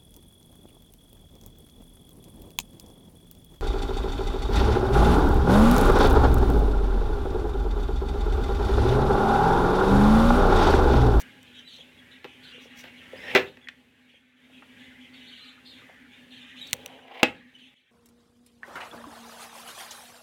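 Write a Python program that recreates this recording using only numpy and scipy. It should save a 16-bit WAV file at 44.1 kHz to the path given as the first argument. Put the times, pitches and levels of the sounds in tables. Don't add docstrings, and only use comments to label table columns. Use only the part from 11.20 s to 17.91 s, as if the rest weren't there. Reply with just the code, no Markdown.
import sys
import numpy as np
from scipy import signal
from scipy.fft import rfft, irfft, next_fast_len
from scipy.io import wavfile
from scipy.ndimage import uniform_filter1d, minimum_filter1d, map_coordinates

SR = 44100
rng = np.random.default_rng(int(sys.argv[2]) if len(sys.argv) > 2 else 0)


def master(y):
    cut = np.clip(np.atleast_2d(y).T, -1, 1)
    pcm = np.round(cut * 32767)
    wavfile.write(sys.argv[1], SR, pcm.astype(np.int16))


N = 295911
T = np.arange(N) / SR

SLAM_TIMES = (2.1515, 6.0306)
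# pitch_hz, t60_s, first_slam_level_db, second_slam_level_db
LID_MODES = [(260, .1, -20.5, -19.5), (321, .09, -21.5, -17.5), (392.8, .13, -10.5, -34.5),
             (500, .13, -18, -30.5), (630.3, .09, -18.5, -22.5), (831, 0.098, -23, -20.5),
             (1554, 0.077, -19.5, -30), (2060, 0.1, -16, -32.5), (2580, .1, -23, -18)]
PALM_START_S, PALM_DB, PALM_HZ, PALM_T60_S = 5.532, -24, 120, 0.027
# time_s, groan_level_db, pressure_0_to_1, scrape_over_groan_db
CUTS = [
    [(1.955, -44, 0.12, -12.5), (2.0, -56.5, 0.04, -5.5), (2.035, -50.5, 0.06, 0), (2.065, -41, 0.07, -4),
     (2.085, -45.5, 0.23, 4), (2.11, -41, 0.16, 4.5), (2.145, -39.5, 0.3, 2)],
    [(5.545, -44, 0.02, -17.5), (5.62, -58.5, 0, -21.5), (5.66, -48.5, 0.2, -12), (5.71, -49, 0.8, -11.5),
     (5.785, -53, 0.23, -20), (5.81, -60, 0.4, -17.5), (5.88, -50.5, 0.8, -9), (5.96, -46.5, 0.7, 2),
     (6.022, -45.5, 0.67, -2.5)],
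]
# time_s, level_db, pitch_hz
SQUEAL = [(1.96, -65, 4700), (1.99, -59.5, 5130), (2.03, -62, 5480), (2.09, -58.5, 5420), (2.13, -62, 5270)]
# start_s, level_db
GRID_JERKS = [(2.037, -29), (2.051, -34.5), (2.068, -33), (2.083, -24.5), (2.099, -28)]
GRID_HZ, GRID_T60_S, JERK_RISE_S = 1856, 0.045, 0.0015
# start_s, level_db, best_driven_pitch_hz, fall_off_db_per_octave_squared (sign ignored),
# rattle_t60_s
KNOCKS = [(.588, -57, 560, 9, 0.089), (1.044, -38.5, 800, 0, 0.067), (1.341, -55.5, 488, 27, 0.067),
          (1.375, -52.5, 428.5, 9, 0.035), (1.454, -53, 500, 10, 0.063), (1.639, -45.5, 1820, 0, 0.21),
          (1.931, -39.5, 539, 9.5, 0.045), (2.15, -13.5, 1200, 0.4, 0.15), (2.152, -15, 1810, 4.5, 0.081),
          (2.371, -52, 1470, -0.5, 0.028), (2.472, -45, 1970, 16, 0.025), (2.486, -38, 2140, 4, 0.029),
          (2.939, -65, 621, 8, 0.048), (3.296, -62, 651, 8.5, 0.029), (3.422, -51, 1199, 6.5, 0.065),
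          (4.69, -52, 791.7, 6.5, 0.1), (6.03, -17.5, 1150, 2.5, 0.06), (6.0308, -15, 2810, 6.5, 0.031)]
# pitch_hz, width_hz, level_db
BOX_MODES = [(129, 24, -3), (318, 68, 1), (402.7, 57, 1), (508, 70, 0.5), (686, 90, -4), (813, 120, -6),
             (1090, 260, -11.5), (1533, 300, -8.5), (1976, 300, -5), (2690, 440, -4.5), (2980, 330, -3.5),
             (3380, 880, -9.5), (6800, 4000, -27.5), (13000, 3000, -21.5)]
# start_s, strength_db,
# low_part_over_strength_db
SNAPS = [(0.2305, -29.5, -9), (2.1509, -9.5, 2.5), (2.4873, -39, 6), (5.4987, -31.5, -5.5),
         (5.5106, -32, 1), (5.5312, -1, 0), (5.537, -11, 0), (5.567, -35.5, -2), (5.661, -16, 2),
         (5.6781, -37.5, -0.5), (6.0331, -9, 5.5)]
# pitch_hz, width_hz, level_db
SNAP_MODES = [(1097, 1800, -5), (2720, 2100, 2.5), (5870, 300, 2), (7040, 1900, -13.5), (13700, 3000, -10)]
# start_s, length_s, level_db, high_over_low_db
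RUBS = [(-.03, 0.065, -46.5, 3), (0.346, 0.086, -63, -10), (0.47, 0.15, -64.5, -9),
        (1.392, 0.094, -59.5, -6), (1.544, 0.11, -53, -2), (5.463, .02, -54.5, -2.5)]
# pitch_hz, relative_level_db_per_hz
RUB_SPECTRUM = [(2500, 4.5), (5200, 7.5), (5900, 16), (6500, 7.5), (8500, -3), (13000, -5), (16000, -3.5)]
# start_s, length_s, start_pitch_hz, end_pitch_hz, level_db, hoarseness_hz
CHIRPS = [(0.447, 0.069, 3940, 3940, -49.5, 14), (0.773, 0.045, 3390, 3300, -49.5, 37),
          (1.296, 0.12, 2850, 2820, -48.5, 98), (2.408, 0.075, 3400, 3300, -55.5, 71),
          (4.118, 0.045, 3050, 3087, -51, 40), (4.2, 0.054, 4050, 4150, -53, 69),
          (4.448, 0.09, 4350, 4250, -52, 70), (4.5, .11, 3900, 2900, -55, 100),
          (5.102, 0.13, 3800, 2480, -51.5, 330), (5.305, 0.047, 1900, 1908, -48.5, 55),
          (5.408, 0.053, 3850, 3813, -37.5, 36), (5.821, 0.028, 3030, 2900, -51.5, 38),
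          (6.345, 0.041, 3000, 2946, -47, 35)]
# start_s, length_s, level_db, start_pitch_hz, end_pitch_hz
OUTBURSTS = [(-.03, 0.097, -54, 2750, 2732), (.26, 0.055, -54.5, 2989, 3298),
             (0.339, 0.087, -48, 3404, 2910), (.47, 0.18, -49.5, 3675, 2787),
             (0.898, 0.096, -55, 3123, 3118), (1.06, 0.1, -54, 2917, 2891), (1.22, .13, -51, 3602, 3796),
             (1.32, 0.14, -53, 2897, 3024), (1.498, 0.22, -55.5, 2996, 2887),
             (1.761, 0.12, -54, 2930, 2889), (2.242, 0.076, -51.5, 3610, 3391),
             (2.88, 0.12, -60, 2910, 2853), (3.321, 0.092, -55, 2927, 2908),
             (3.579, 0.13, -55.5, 3182, 3104), (3.799, 0.1, -54.5, 2892, 2642),
             (3.929, 0.17, -52.5, 3498, 2997), (4.067, 0.26, -50.5, 3540, 3594),
             (4.445, 0.17, -53.5, 4230, 3106), (4.924, 0.11, -59.5, 3104, 3007),
             (5.103, 0.24, -51.5, 3395, 2882), (5.351, .17, -47.5, 3280, 3550),
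             (5.598, 0.059, -57, 3316, 3088), (5.676, 0.11, -59, 3270, 3012),
             (6.138, 0.089, -62, 3530, 3320), (6.378, 0.13, -55.5, 3300, 3010)]
# start_s, length_s, level_db
LOW_SWELLS = [(1.5, 0.75, -58), (3.55, 0.37, -63.5), (4.1, 0.32, -59), (4.55, 0.338, -58.5),
              (5.12, 0.33, -59.5)]
SWELL_ATTACK_S, SWELL_RELEASE_S = 0.017, 0.033
FLOCK_DB, FLOCK_HZ, LOW_FLOCK_DB, LOW_FLOCK_HZ = -2.5, 2952, -2, 1976
# time_s, level_db
BACKGROUND_LEVEL = [(0, -56.5), (.9, -60), (1.9, -56.5), (2.15, -47), (2.3, -64.5), (2.65, -64.5),
                    (3.16, -69), (3.22, -63), (3.48, -59.5), (4.2, -58), (5.1, -61.5), (5.6, -56),
                    (6.03, -67), (6.5, -65)]
# start_s, fan_and_low_chatter_change_db, high_chatter_change_db
HUSH = (6.543, -12, 0.6)
HUSH_S, FAN_HUSH_DB, HIGH_HUSH_DB = HUSH
# pitch_hz, relative_level_db_per_hz
AIR_SPECTRUM = [(20, -30.5), (70, -3.5), (190, -5.5), (263, -4), (335, -9.5), (560, -10.5), (680, -17.5),
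                (820, -15), (1230, -19.5), (3100, -12.5), (3900, -21.5), (5140, -28.5), (11300, -31.5),
                (16000, -38)]
# time_s, level_db
HUM_LEVEL = [(0, -59), (.9, -62.5), (1.53, -55.5), (2.3, -60), (3.17, -67), (3.32, -56.5), (3.97, -54),
             (4.14, -59.5), (4.63, -58.5), (4.72, -73), (4.85, -50), (4.96, -68), (5.02, -54.5),
             (5.85, -59), (6.19, -71.5), (6.27, -52.5), (6.32, -72), (6.38, -55), (6.6, -71.5)]
HUM_HZ, HUM_WIDTH_HZ = 251.7, 17
# pitch_hz, width_hz (of one of two passes), level_over_air_db
WHINE = (822, 11, -16.5)
# pitch_hz, t60_s (before any stretch)
KITCHEN_T60 = [(100, 0.64), (400, 0.26), (900, 0.27), (2000, 0.22), (5000, 0.15), (14000, 0.32)]
TOP_HZ = 16400


def lid_ring():
    ringing = np.zeros(N)
    t = T[:SR // 3]
    for hz, t60, *levels_db in LID_MODES:
        shake = unit(amp(2.5 * wobble(130)))
        for s, db in zip(SLAM_TIMES, levels_db):
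            start = round(s * SR)
            envelope = amp(db - 60 * t / t60) * shake[start:start + len(t)]
            ringing[start:start + len(t)] += envelope * np.sin(2 * np.pi * hz * t)
    return ringing


def palm():
    envelope = amp(PALM_DB - 60 * np.abs(T - PALM_START_S) / PALM_T60_S) * (T > PALM_START_S)
    return envelope * np.sin(2 * np.pi * PALM_HZ * (T - PALM_START_S))


def thuds():
    boom = filtered(palm() + lid_ring(), lambda f: (f / (f - 80j)) ** 2)
    return boom + amp(-13.0) * echo(boom)[:N]


def cutting():
    out = np.zeros(N)
    tear = slips(rate=1800, spread_db=1.5) * amp(2.6 * wobble(60))
    dull = unit(filtered(tear, lambda f: mode(f, 540, 98) * mode(f, 520, 400)))
    tight = unit(filtered(tear, lambda f: mode(f, 670, 200) * mode(f, 820, 500)))
    scratches = slips(rate=5000, spread_db=-2.5) * amp(2.9 * wobble(90))
    scrape = unit(filtered(scratches, grid_response))
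    for rows in CUTS:
        db, pressure, scrape_db = curves(rows)
        groan = np.sqrt(1 - pressure) * dull + np.sqrt(pressure) * tight
        out += within(rows) * amp(db) * (groan + amp(scrape_db) * scrape)
    db, hz = curves(SQUEAL)
    out += within(SQUEAL) * amp(db + 3 * wobble(180)) * warble(hz, rough_hz=190, rate=700)
    out += jerks()
    return out + amp(-8.5) * echo(out)[:N]


def slips(rate, spread_db):
    chance, size, sign = rng.random(N), rng.exponential(1, N), rng.standard_normal(N)
    return (chance < rate / SR) * np.sign(sign) * amp(spread_db * size)


def grid_response(f):
    body = (mode(f, 2050, 600) - 0.7 * mode(f, 3100, 1000)) * mode(f, 2300, 3000)
    return body + 0.015 * mode(f, 12500, 5000)


def jerks():
    out = np.zeros(N)
    t = T[:SR // 10]
    detunings = rng.standard_normal((len(GRID_JERKS), 2))
    for (s, db), (detune, upper_detune) in zip(GRID_JERKS, detunings):
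        ring = np.sin(2 * np.pi * GRID_HZ * (1 + 0.018 * detune) * t)
        ring += 0.27 * np.sin(2 * np.pi * 1.1 * GRID_HZ * (1 + 0.014 * upper_detune) * t)
        envelope = amp(db - 60 * t / GRID_T60_S) * (1 - np.exp(-t / JERK_RISE_S))
        out[round(s * SR):][:len(t)] += envelope * ring
    return out


def knocks():
    out = np.zeros(N + 2 * SR)
    t = T[:SR // 4]
    for s, db, best_hz, fall_db, t60 in KNOCKS:
        rattle = rng.standard_normal(len(t)) * amp(-60 * t / t60)
        clatter_db = 2 * rng.standard_normal(len(t) // 100 + 1)
        rattle *= amp(np.repeat(clatter_db, repeats=100)[:len(t)])
        rattle[0] += 12
        ring = filtered(rattle, box_response(best_hz, fall_db))
        ring *= amp(db) / np.sqrt(np.mean(ring[:SR // 70] ** 2))
        wet = amp(-9) * echo(ring)
        out[round(s * SR):][:len(ring)] += ring
        out[round(s * SR) + SR // 200:][:len(wet)] += wet
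    return out[:N]


def box_response(best_hz, fall_db):
    strengths = amp(rng.normal(0, 0.27, len(BOX_MODES)))
    drive_width = best_hz * 8 / (3.5 + fall_db ** 2 / 6)

    def response(f):
        total = 0
        for k, (strength, (hz, width, level)) in enumerate(zip(strengths, BOX_MODES)):
            driven = amp(-abs(fall_db) * np.log2(hz / best_hz) ** 2)
            total = total + (-1) ** k * strength * amp(level) * driven * mode(f, hz, width)
        return f / (f - 60j) * mode(f, best_hz, drive_width) * total
    return response


def snaps():
    high, low = np.zeros(N), np.zeros(N)
    t = T[:SR // 50]
    for s, db, low_db in SNAPS:
        crack = rng.standard_normal(len(t)) * (0.4 * amp(-60 * t / 0.003) + amp(-19.0 - 60 * t / 0.015))
        crack[0] += 1.5
        high[round(s * SR):][:len(t)] += amp(db) * crack
        low[round(s * SR):][:len(t)] += amp(db + low_db) * crack

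    def colour(modes):
        return lambda f: sum(amp(db) * mode(f, hz, width) for hz, width, db in modes)

    dry = filtered(low, colour(SNAP_MODES[:2])) + filtered(high, colour(SNAP_MODES[2:]))
    return dry + amp(-33.0) * echo(dry)[:N]


def rubs():
    grain = unit(amp(2.7 * wobble(150)))
    low = noise(lambda f: amp(along(RUB_SPECTRUM, f)) / (1 + (f / 7000) ** 6))
    high = noise(lambda f: amp(along(RUB_SPECTRUM, f)) / (1 + (7000 / (f + 1)) ** 6))
    out = np.zeros(N)
    for s, length, db, bright_db in RUBS:
        stroke = np.sin(np.pi * np.clip((T - s) / length, 0, 1)) ** 2
        out += amp(db) * stroke * (low + amp(bright_db) * high)
    return grain * out


def birds():
    latest = np.searchsorted(np.transpose(OUTBURSTS)[0], T) - 1
    s, length, _, start_hz, end_hz = np.transpose(OUTBURSTS)[:, latest]
    hz = start_hz + (end_hz - start_hz) * np.clip((T - s) / length, 0, 1)
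    steady = amp(FLOCK_DB + 2.6 * wobble(9.3)) * background(HIGH_HUSH_DB)
    low_steady = amp(LOW_FLOCK_DB + 3.5 * wobble(7)) * background(FAN_HUSH_DB)
    low = np.sqrt(low_steady ** 2 + swells(LOW_SWELLS))
    out = np.sqrt(swells(OUTBURSTS)) * crowd(hz, spread=0.22, count=8)
    out += steady * crowd(FLOCK_HZ, spread=0.26, count=6)
    out += low * crowd(LOW_FLOCK_HZ, spread=0.18, count=6)
    return out + chirps()


def chirps():
    out = np.zeros(N)
    flutter = unit(amp(3.4 * wobble(220)))
    for s, length, start_hz, end_hz, level_db, hoarse_hz in CHIRPS:
        u = np.clip((T - s) / length, 0, 1)
        arch = np.abs(np.sin(np.pi * u ** 0.8))
        out += amp(level_db) * flutter * arch * whistle(start_hz + (end_hz - start_hz) * u, hoarse_hz)
    return out


def whistle(hz, rough_hz):
    phase = 2 * np.pi * np.cumsum(hz + rough_hz * wobble(300)) / SR
    return np.sin(phase) + amp(-23.0) * np.sin(2 * phase) + amp(-27.5) * np.sin(3 * phase)


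def crowd(hz, spread, count):
    voices = np.zeros(N)
    for place in np.linspace(-1, 1, count):
        pitch = hz * (1 + spread * place + 0.05 * wobble(12))
        voices += amp(4.1 * wobble(28) - 8 * place ** 2) * whistle(pitch, rough_hz=236.7)
    voices = unit(voices)
    smeared = np.pad(amp(-6.5) * voices, (0, 2 * SR))
    step = SR // 5
    for start in range(0, N, step):
        tail = echo(voices[start:start + step], stretch=0.34)
        smeared[start:start + len(tail)] += tail
    smeared = smeared[:N]
    power = np.abs(uniform_filter1d(smeared ** 2, size=3000))
    return unit(smeared / np.sqrt(power + 1e-6))


def swells(rows):
    power = np.zeros(N)
    for s, length, db, *_ in rows:
        rise = np.clip((T - s) / SWELL_ATTACK_S, 0, 1) ** 2
        past_hold = np.maximum(T - s - length + SWELL_RELEASE_S, 0)
        power += amp(2 * db) * rise * np.exp(-past_hold * 2 / SWELL_RELEASE_S)
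    return power


def fan():
    air = noise(lambda f: amp(along(AIR_SPECTRUM, f)) * f ** 2 / (f ** 2 + 45 ** 2))
    air = air * amp(1.8 * wobble(6.6))
    hz, width, db = WHINE
    whine = amp(db + 2.5 * wobble(14)) * noise(lambda f: mode(f, hz, width) ** 2)
    beating = noise(lambda f: mode(f, HUM_HZ, HUM_WIDTH_HZ) ** 2)
    beating /= np.sqrt(np.abs(uniform_filter1d(beating ** 2, size=SR // 6)) + 1e-6)
    hum = amp(curves(HUM_LEVEL)[0] + FAN_HUSH_DB * (T > HUSH_S)) * beating
    return background(FAN_HUSH_DB) * (air + whine) + hum


def background(hush_db):
    return amp(curves(BACKGROUND_LEVEL)[0] + hush_db * (T > HUSH_S))


def echo(x, stretch=1):
    hz, t, z = signal.stft(rng.standard_normal(SR), SR, nperseg=256)
    t60 = stretch * along(KITCHEN_T60, hz)[:, None]
    tail = signal.istft(z * amp(-60 * t / t60), SR, nperseg=256)[1]
    return signal.fftconvolve(x, tail / np.linalg.norm(tail))


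def mode(f, hz, width):
    return 1j * f * width / (hz * hz - f * f + 1j * f * width)


def filtered(x, response):
    m = next_fast_len(len(x) + SR // 2)
    return irfft(rfft(x, m) * response(np.fft.rfftfreq(m, 1 / SR)), m)[:len(x)]


def noise(response):
    return unit(filtered(rng.standard_normal(N), response))


def warble(hz, rough_hz, rate):
    return np.sqrt(2) * np.sin(2 * np.pi * np.cumsum(hz + rough_hz * wobble(rate)) / SR)


def wobble(rate):
    return map_coordinates(rng.standard_normal(int(N * rate / SR) + 4), [T * rate])


def within(rows):
    return uniform_filter1d(1.0 * (T > rows[0][0]) * (T < rows[-1][0] + 0.008), size=300)


def curves(rows):
    s, *columns = np.transpose(rows)
    return [np.interp(T, s, column) for column in columns]


def along(points, hz):
    f, v = np.transpose(points)
    return np.interp(np.log(hz + 1), np.log(f + 1), v)


def amp(db):
    return 10 ** (np.asarray(db) / 20)


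def unit(x):
    return x / np.sqrt(np.mean(x ** 2) + 1e-20)


def scene():
    return (fan() + birds() + knocks() + thuds() + snaps() + cutting() + rubs())[None]


def record(dry):
    needed = np.minimum(1, 0.97 / (np.abs(dry[0]) + 1e-9))
    gain = uniform_filter1d(minimum_filter1d(needed, size=241), size=121)
    return filtered(dry[0] * gain, lambda f: f < TOP_HZ)[None]


dry = scene()
out = record(dry)
master(out)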